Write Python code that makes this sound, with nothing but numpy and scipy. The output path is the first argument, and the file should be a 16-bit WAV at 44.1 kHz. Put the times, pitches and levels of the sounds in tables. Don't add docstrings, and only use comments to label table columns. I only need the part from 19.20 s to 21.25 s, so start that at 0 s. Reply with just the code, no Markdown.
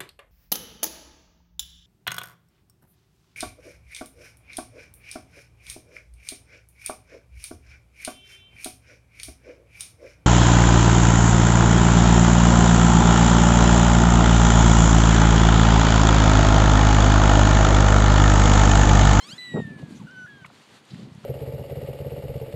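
import sys
import numpy as np
from scipy import signal
from scipy.io import wavfile

SR = 44100
rng = np.random.default_rng(int(sys.argv[2]) if len(sys.argv) > 2 else 0)


def invert_db(level):
    return 10 ** (np.asarray(level, dtype=float) / 20)


def unload_audio(sound):
    columns = np.transpose(np.atleast_2d(sound))
    steps = np.round(np.clip(columns, -1, 1) * 32767)
    wavfile.write(sys.argv[1], SR, steps.astype(np.int16))


N = 90404
T = np.arange(N) / SR


def rms_one(x):
    return x / np.sqrt(np.mean(x ** 2) + 1e-20)


def drift(rate_hz):
    r = np.exp(-2 * np.pi * rate_hz / SR)
    settle = 20000
    wander = signal.lfilter([1], [1, -2 * r, r * r], rng.standard_normal(N + settle))
    return rms_one(wander[settle:])


def gate(start, length, edge):
    inside = np.minimum(T - start, start + length - T)
    return np.sin(np.pi / 2 * np.clip(inside / edge + .5, 0, 1)) ** 2


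def band(x, low_hz, high_hz):
    return signal.sosfilt(signal.butter(2, [low_hz, high_hz], "band", fs=SR, output="sos"), x)


def coloured(spectrum):
    hz, db = np.transpose(spectrum)
    edges = 295 * 2 ** np.arange(0, 6, 1 / 3)
    white = rng.standard_normal((2, N))
    out = 0
    for k, (low, high) in enumerate(zip(edges, edges[1:])):
        level = np.interp(np.log(low * high) / 2, np.log(hz), db)
        out = out + invert_db(level + drift(20)) * band(white[k % 2], low, high)
    return rms_one(out)


# f/Hz, level/dB per Hz
AIR_SPECTRUM = [(320, -2), (1000, -1), (4300, -12), (5200, -23.5), (9000, -27), (12000, -26.5),
                (15600, -44)]


def still_air():
    return invert_db(-60) * coloured(AIR_SPECTRUM)


# t/s, level/dB
RUB_LEVEL = [(0, -55.5), (.17, -52.5), (0.201, -59.5), (.57, -64), (.6, -58.5), (.67, -63), (.71, -56),
             (0.796, -57.5), (0.829, -61.5), (1.3, -64.5), (1.35, -56), (1.47, -59), (1.563, -53),
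             (1.621, -64), (1.691, -57), (1.838, -57), (1.87, -63.5), (2.05, -58)]
# f/Hz, level/dB per Hz
CLOTH_SPECTRUM = [(1800, 0.5), (2800, 0), (4300, -0.5), (5200, -8.5), (7200, -5.5), (10500, -18),
                  (15600, -53)]


def fur_rub():
    s, db = np.transpose(RUB_LEVEL)
    return invert_db(np.interp(T, s, db)) * coloured(CLOTH_SPECTRUM)


# t/s, length/s, level/dB, low f/Hz, high f/Hz
SCUFF_EVENTS = [
    (1.256, .016, -62, 2000, 9500),
    (.752, .04, -62, 5900, 7300),
    (.408, .025, -65, 6900, 7500),
    (.583, .03, -59, 800, 3000),
    (.69, .12, -71, 7000, 11000),
    (.2, .17, -61, 2300, 3200),
    (.38, .07, -61, 2400, 3200),
    (.46, .06, -62, 2300, 3400),
    (1.68, .18, -60, 2900, 4700),
    (2.03, .03, -60, 700, 3000),
]


def scuffs():
    out = 0
    white = rng.standard_normal(N)
    for s, length, db, low_hz, high_hz in SCUFF_EVENTS:
        patchy = invert_db(db + 2.5 * drift(45))
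        out += patchy * rms_one(band(white, low_hz, high_hz)) * gate(s, length, length / 2)
    return out


# t/s, peak/dB, f/Hz
CLAW_TICKS = [(.009, -57, 8500), (.015, -58, 7600), (.023, -63, 8800), (.042, -53, 9000), (.073, -42, 9800),
              (.468, -56, 12500), (0.618, -50, 6900), (0.877, -59.5, 8900), (0.911, -46, 5500),
              (1.313, -46, 895), (1.653, -49, 8200), (1.745, -49.5, 8000), (1.746, -37, 1970),
              (1.93, -51, 5500), (1.95, -50, 9400), (2.043, -37, 1190)]


def claw_ticks():
    t60_s, rise_s, snap_db = .008, .0008, -4
    out = 0
    white = rng.standard_normal(N)
    for s, db, hz in CLAW_TICKS:
        snap = invert_db(snap_db) * rms_one(band(white, hz / 1.8, hz * 1.15))
        ring = np.sin(2 * np.pi * hz * (T - s)) + snap
        decay = invert_db(db - 60 * np.clip(T - s, 0, None) / t60_s)
        out += decay * np.clip((T - s) / rise_s, 0, 1) * ring
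    return out


# t/s, level/dB
GUST_LEVEL = [(0, -62.5), (.11, -51), (0.301, -50), (0.359, -28.5), (0.444, -43.5), (.86, -44), (.88, -53),
              (1.021, -51), (1.08, -54.5), (1.28, -53), (1.32, -55), (1.69, -59), (1.718, -44.5),
              (2.05, -49)]


def gusts():
    s, db = np.transpose(GUST_LEVEL)
    lumpy = invert_db(np.interp(T, s, db) - 0.5 + 3.53 * drift(11))
    return lumpy * rms_one(band(rng.standard_normal(N), 100.3, 268.5))


# t/s, peak/dB, f/Hz
PORT_PUFFS = [(0.127, -32, 160), (0.317, -30.5, 186), (0.342, -14.5, 195), (0.356, -21, 350),
              (0.362, -26, 201), (0.376, -17, 190.4), (0.386, -16, 189.4), (0.395, -17.5, 190.5),
              (0.415, -21, 170), (0.446, -23, 150), (0.469, -26, 200), (0.502, -30, 138),
              (0.556, -27.5, 162), (0.61, -35, 215), (0.628, -22, 145), (0.677, -30, 180),
              (0.705, -28.5, 245), (0.72, -27, 198), (0.746, -28.5, 198), (0.793, -29.5, 158.4),
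              (0.81, -27, 190), (0.829, -32, 148.6), (0.842, -26.5, 162), (0.995, -48, 171),
              (1.016, -36, 200), (1.038, -35.5, 138), (1.212, -37.5, 136), (1.247, -39.5, 150),
              (1.276, -45, 124), (1.711, -35.5, 170), (1.731, -24.5, 162), (1.753, -27.5, 186.5),
              (1.776, -32.5, 181), (1.792, -36.5, 176), (1.835, -35.5, 123), (1.853, -41, 149),
              (2.036, -32, 152), (1.914, -31.5, 141), (1.948, -31, 153), (1.973, -30.5, 152)]


def puffs():
    cycles, trim_db = 2.6, -2.5
    out = 0
    turns = rng.uniform(0, 2 * np.pi, (len(PORT_PUFFS), 1))
    for (s, db, hz), turn in zip(PORT_PUFFS, turns):
        shape = np.sin(np.pi * np.clip((T - s) * hz / cycles, 0, 1)) ** 2
        out += invert_db(db + trim_db) * shape * np.sin(2 * np.pi * hz * (T - s) + turn)
    return out


# t/s, length/s, level/dB, top f/Hz
PORT_EDDIES = [
    (0.338, 0.039, -32, 520),
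    (0.36, 0.0247, -28.5, 1150),
    (0.384, 0.007, -29.5, 870),
    (0.401, 0.0025, -26.5, 1310),
    (0.626, 0.0086, -40.5, 470),
    (0.825, 0.005, -44.5, 472),
]


def eddies():
    out = 0
    white = rng.standard_normal(N)
    for s, length, db, top_hz in PORT_EDDIES:
        low_pass = signal.butter(3, top_hz, fs=SR, output="sos")
        eddy = signal.sosfilt(low_pass, band(white, 156.0, 796))
        out += invert_db(db) * rms_one(eddy) * gate(s, length, 0.01)
    return out


# t/s, length/s, start f/Hz, end f/Hz, level/dB
FAR_SQUEAKS = [
    (.205, .13, 2980, 2900, -62),
    (.512, .07, 2370, 2330, -63),
    (.585, .018, 2950, 2750, -62),
    (.612, .012, 2800, 2800, -63),
    (.758, .022, 5900, 6500, -64),
]


def far_squeaks():
    out = 0
    for s, length, start_hz, end_hz, db in FAR_SQUEAKS:
        hz = np.interp(T, [s, s + length], [start_hz, end_hz]) * (1 + 0.0086 * drift(92))
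        tone = np.sin(2 * np.pi * np.cumsum(hz) / SR)
        out += invert_db(db + 5.3 * drift(90)) * tone * gate(s, length, 0.0092)
    return out


# t/s, length/s, f/Hz, level/dB, second partial/dB
CROAK_EVENTS = [
    (1.2462, 0.0075, 1170, -40.5, 3),
    (1.259, 0.007, 1450, -45, -8),
    (1.3008, 0.0025, 800, -45, -6),
    (1.304, 0.004, 720, -50, -21),
]


def croaks():
    sag, rasp_db = .14, -5
    out = 0
    for s, length, hz, db, second_db in CROAK_EVENTS:
        along = np.clip((T - s) / length, -.5, 1.5)
        phase = 2 * np.pi * np.cumsum(hz * (1 - sag * along + .03 * drift(400))) / SR
        tone = np.sin(phase) + invert_db(-24) * np.sin(3 * phase)
        tone += invert_db(second_db + drift(540)) * np.sin(2 * phase)
        rasp = band(rng.standard_normal(N), 0.65 * hz, 2.4 * hz)
        tone += invert_db(rasp_db) * rms_one(band(rasp, 0.65 * hz, 2.4 * hz))
        out += invert_db(db + drift(600)) * tone * gate(s, length, length)
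    return out


def voice(track, overtones, rough):
    s, hz, db, mouth = np.transpose(track)
    hz, db, mouth = (np.interp(T, s, column) for column in (hz, db, mouth))
    hz = hz * (1 + rough * 0.0032 * drift(150))
    phase = 2 * np.pi * np.cumsum(hz) / SR
    out = np.sin(phase)
    for k, gain, follows in overtones(hz):
        shimmer_db = np.sqrt(k) * rough * 1.2 * drift(38)
        out += gain * invert_db(follows * mouth + shimmer_db) * np.sin(k * phase - k)
    return np.sqrt(2) * invert_db(db) * out * gate(s[0], s[-1] - s[0], 0.0042)


def peak(hz, centre_hz, width_hz, db, order=2):
    return invert_db(db) / (1 + (2 * (hz - centre_hz) / width_hz) ** order)


# f/Hz, width/Hz, level/dB over the fundamental
CHEST_RESONANCES = [(2470, 1400, 2.5), (3130, 500, 11), (4300, 650, 11.5), (5500, 600, 0), (7000, 800, 3),
                    (8500, 1500, -10), (9800, 1600, -14), (12300, 600, -17)]


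def chest(hz):
    return [(k, sum(peak(k * hz, *p) for p in CHEST_RESONANCES), 1) for k in range(2, 13)]


# multiple, level/dB over the fundamental, share of mouth opening
HEAD_OVERTONES = [(2, -2, 1), (3, -29.5, 0.96), (4, -38.5, 0.067), (5, -31, 0.094), (6, -33.5, 0.96),
                  (7, -49, .1)]


def head(hz):
    out = []
    for k, db, follows in HEAD_OVERTONES:
        lift = 1 + peak(k * hz, 7800, 680, 20, order=6) + peak(k * hz, 8600, 200, 13)
        out.append((round(k), invert_db(db) * lift, follows))
    return out


# multiple, level/dB over the fundamental, share of mouth opening
SMALL_OVERTONES = [(2, -20, 1.0), (3, -40, 0.075), (4, -40, -0.75), (7, -41, -0.26)]


def small(hz):
    out = []
    for k, db, follows in SMALL_OVERTONES:
        out.append((round(k), invert_db(db) * (1 + peak(k * hz, 6000, 230, 14)), follows))
    return out


# t/s, f/Hz, level/dB, mouth opening/dB
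MEW1_RISE = [(.002, 1104, -51, -17), (.014, 1007, -61.5, -2.5), (.048, 1114, -57.5, -3),
             (.075, 1186, -54, -9), (.09, 1273, -56.5, 1.5), (.114, 1450, -54.5, -3.5),
             (.13, 1598, -55.5, 1.5), (.152, 1682, -65, -0.5), (.178, 1810, -57, -5)]
MEW1_HOLD = [(.181, 1990, -44.5, 7), (.24, 1990, -44, 4), (.308, 1943, -42.5, -3), (.362, 1905, -43, -9),
             (.408, 1862, -43.5, -10), (.46, 1784, -45.5, -20), (.54, 1740, -50.5, -50),
             (.66, 1665, -60, -10), (.765, 1572, -68.5, -29)]
MEW1_DROP = [(.796, 1330, -62, -4), (.804, 1100, -55, -6), (.81, 982, -53, -9), (.828, 836, -54, -9),
             (.835, 781, -62, -6)]
MEW2_LOW = [(.869, 1398, -49.5, 16), (.876, 1553, -49, -2), (.889, 1410, -48, 7), (.918, 1558, -49.5, 4.5),
            (.955, 1504, -48, 6.5), (.978, 1509, -41.5, 0), (1.04, 1484, -42, -3), (1.063, 1426, -43, -18)]
MEW2_HIGH = [(1.064, 1680, -48, -1.5), (1.072, 1690, -48, -1.5), (1.074, 1480, -48, 3),
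             (1.078, 1500, -47, 3), (1.08, 1700, -47, -8), (1.101, 1678, -47.5, 3), (1.139, 1645, -52, 9),
             (1.193, 1594, -55, 10), (1.246, 1485, -52.5, 6)]


def near_mews():
    first = voice(MEW1_RISE, chest, rough=1.0) + voice(MEW1_HOLD, head, rough=0.28)
    first += voice(MEW1_DROP, small, rough=1.0)
    second = voice(MEW2_LOW, small, rough=0.59) + voice(MEW2_HIGH, small, rough=0.33)
    return first + second


def scene():
    blanket = still_air() + fur_rub() + scuffs() + claw_ticks()
    wind = gusts() + puffs() + eddies()
    kittens = far_squeaks() + croaks() + near_mews()
    return (blanket + wind + kittens)[None]


def top_cut(x):
    return signal.sosfilt(signal.butter(12, 15740, fs=SR, output="sos"), x)


def record(dry):
    mix = signal.sosfilt(signal.butter(1, 90, "high", fs=SR, output="sos"), dry)
    return top_cut(mix)


dry = scene()
out = record(dry)
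unload_audio(out)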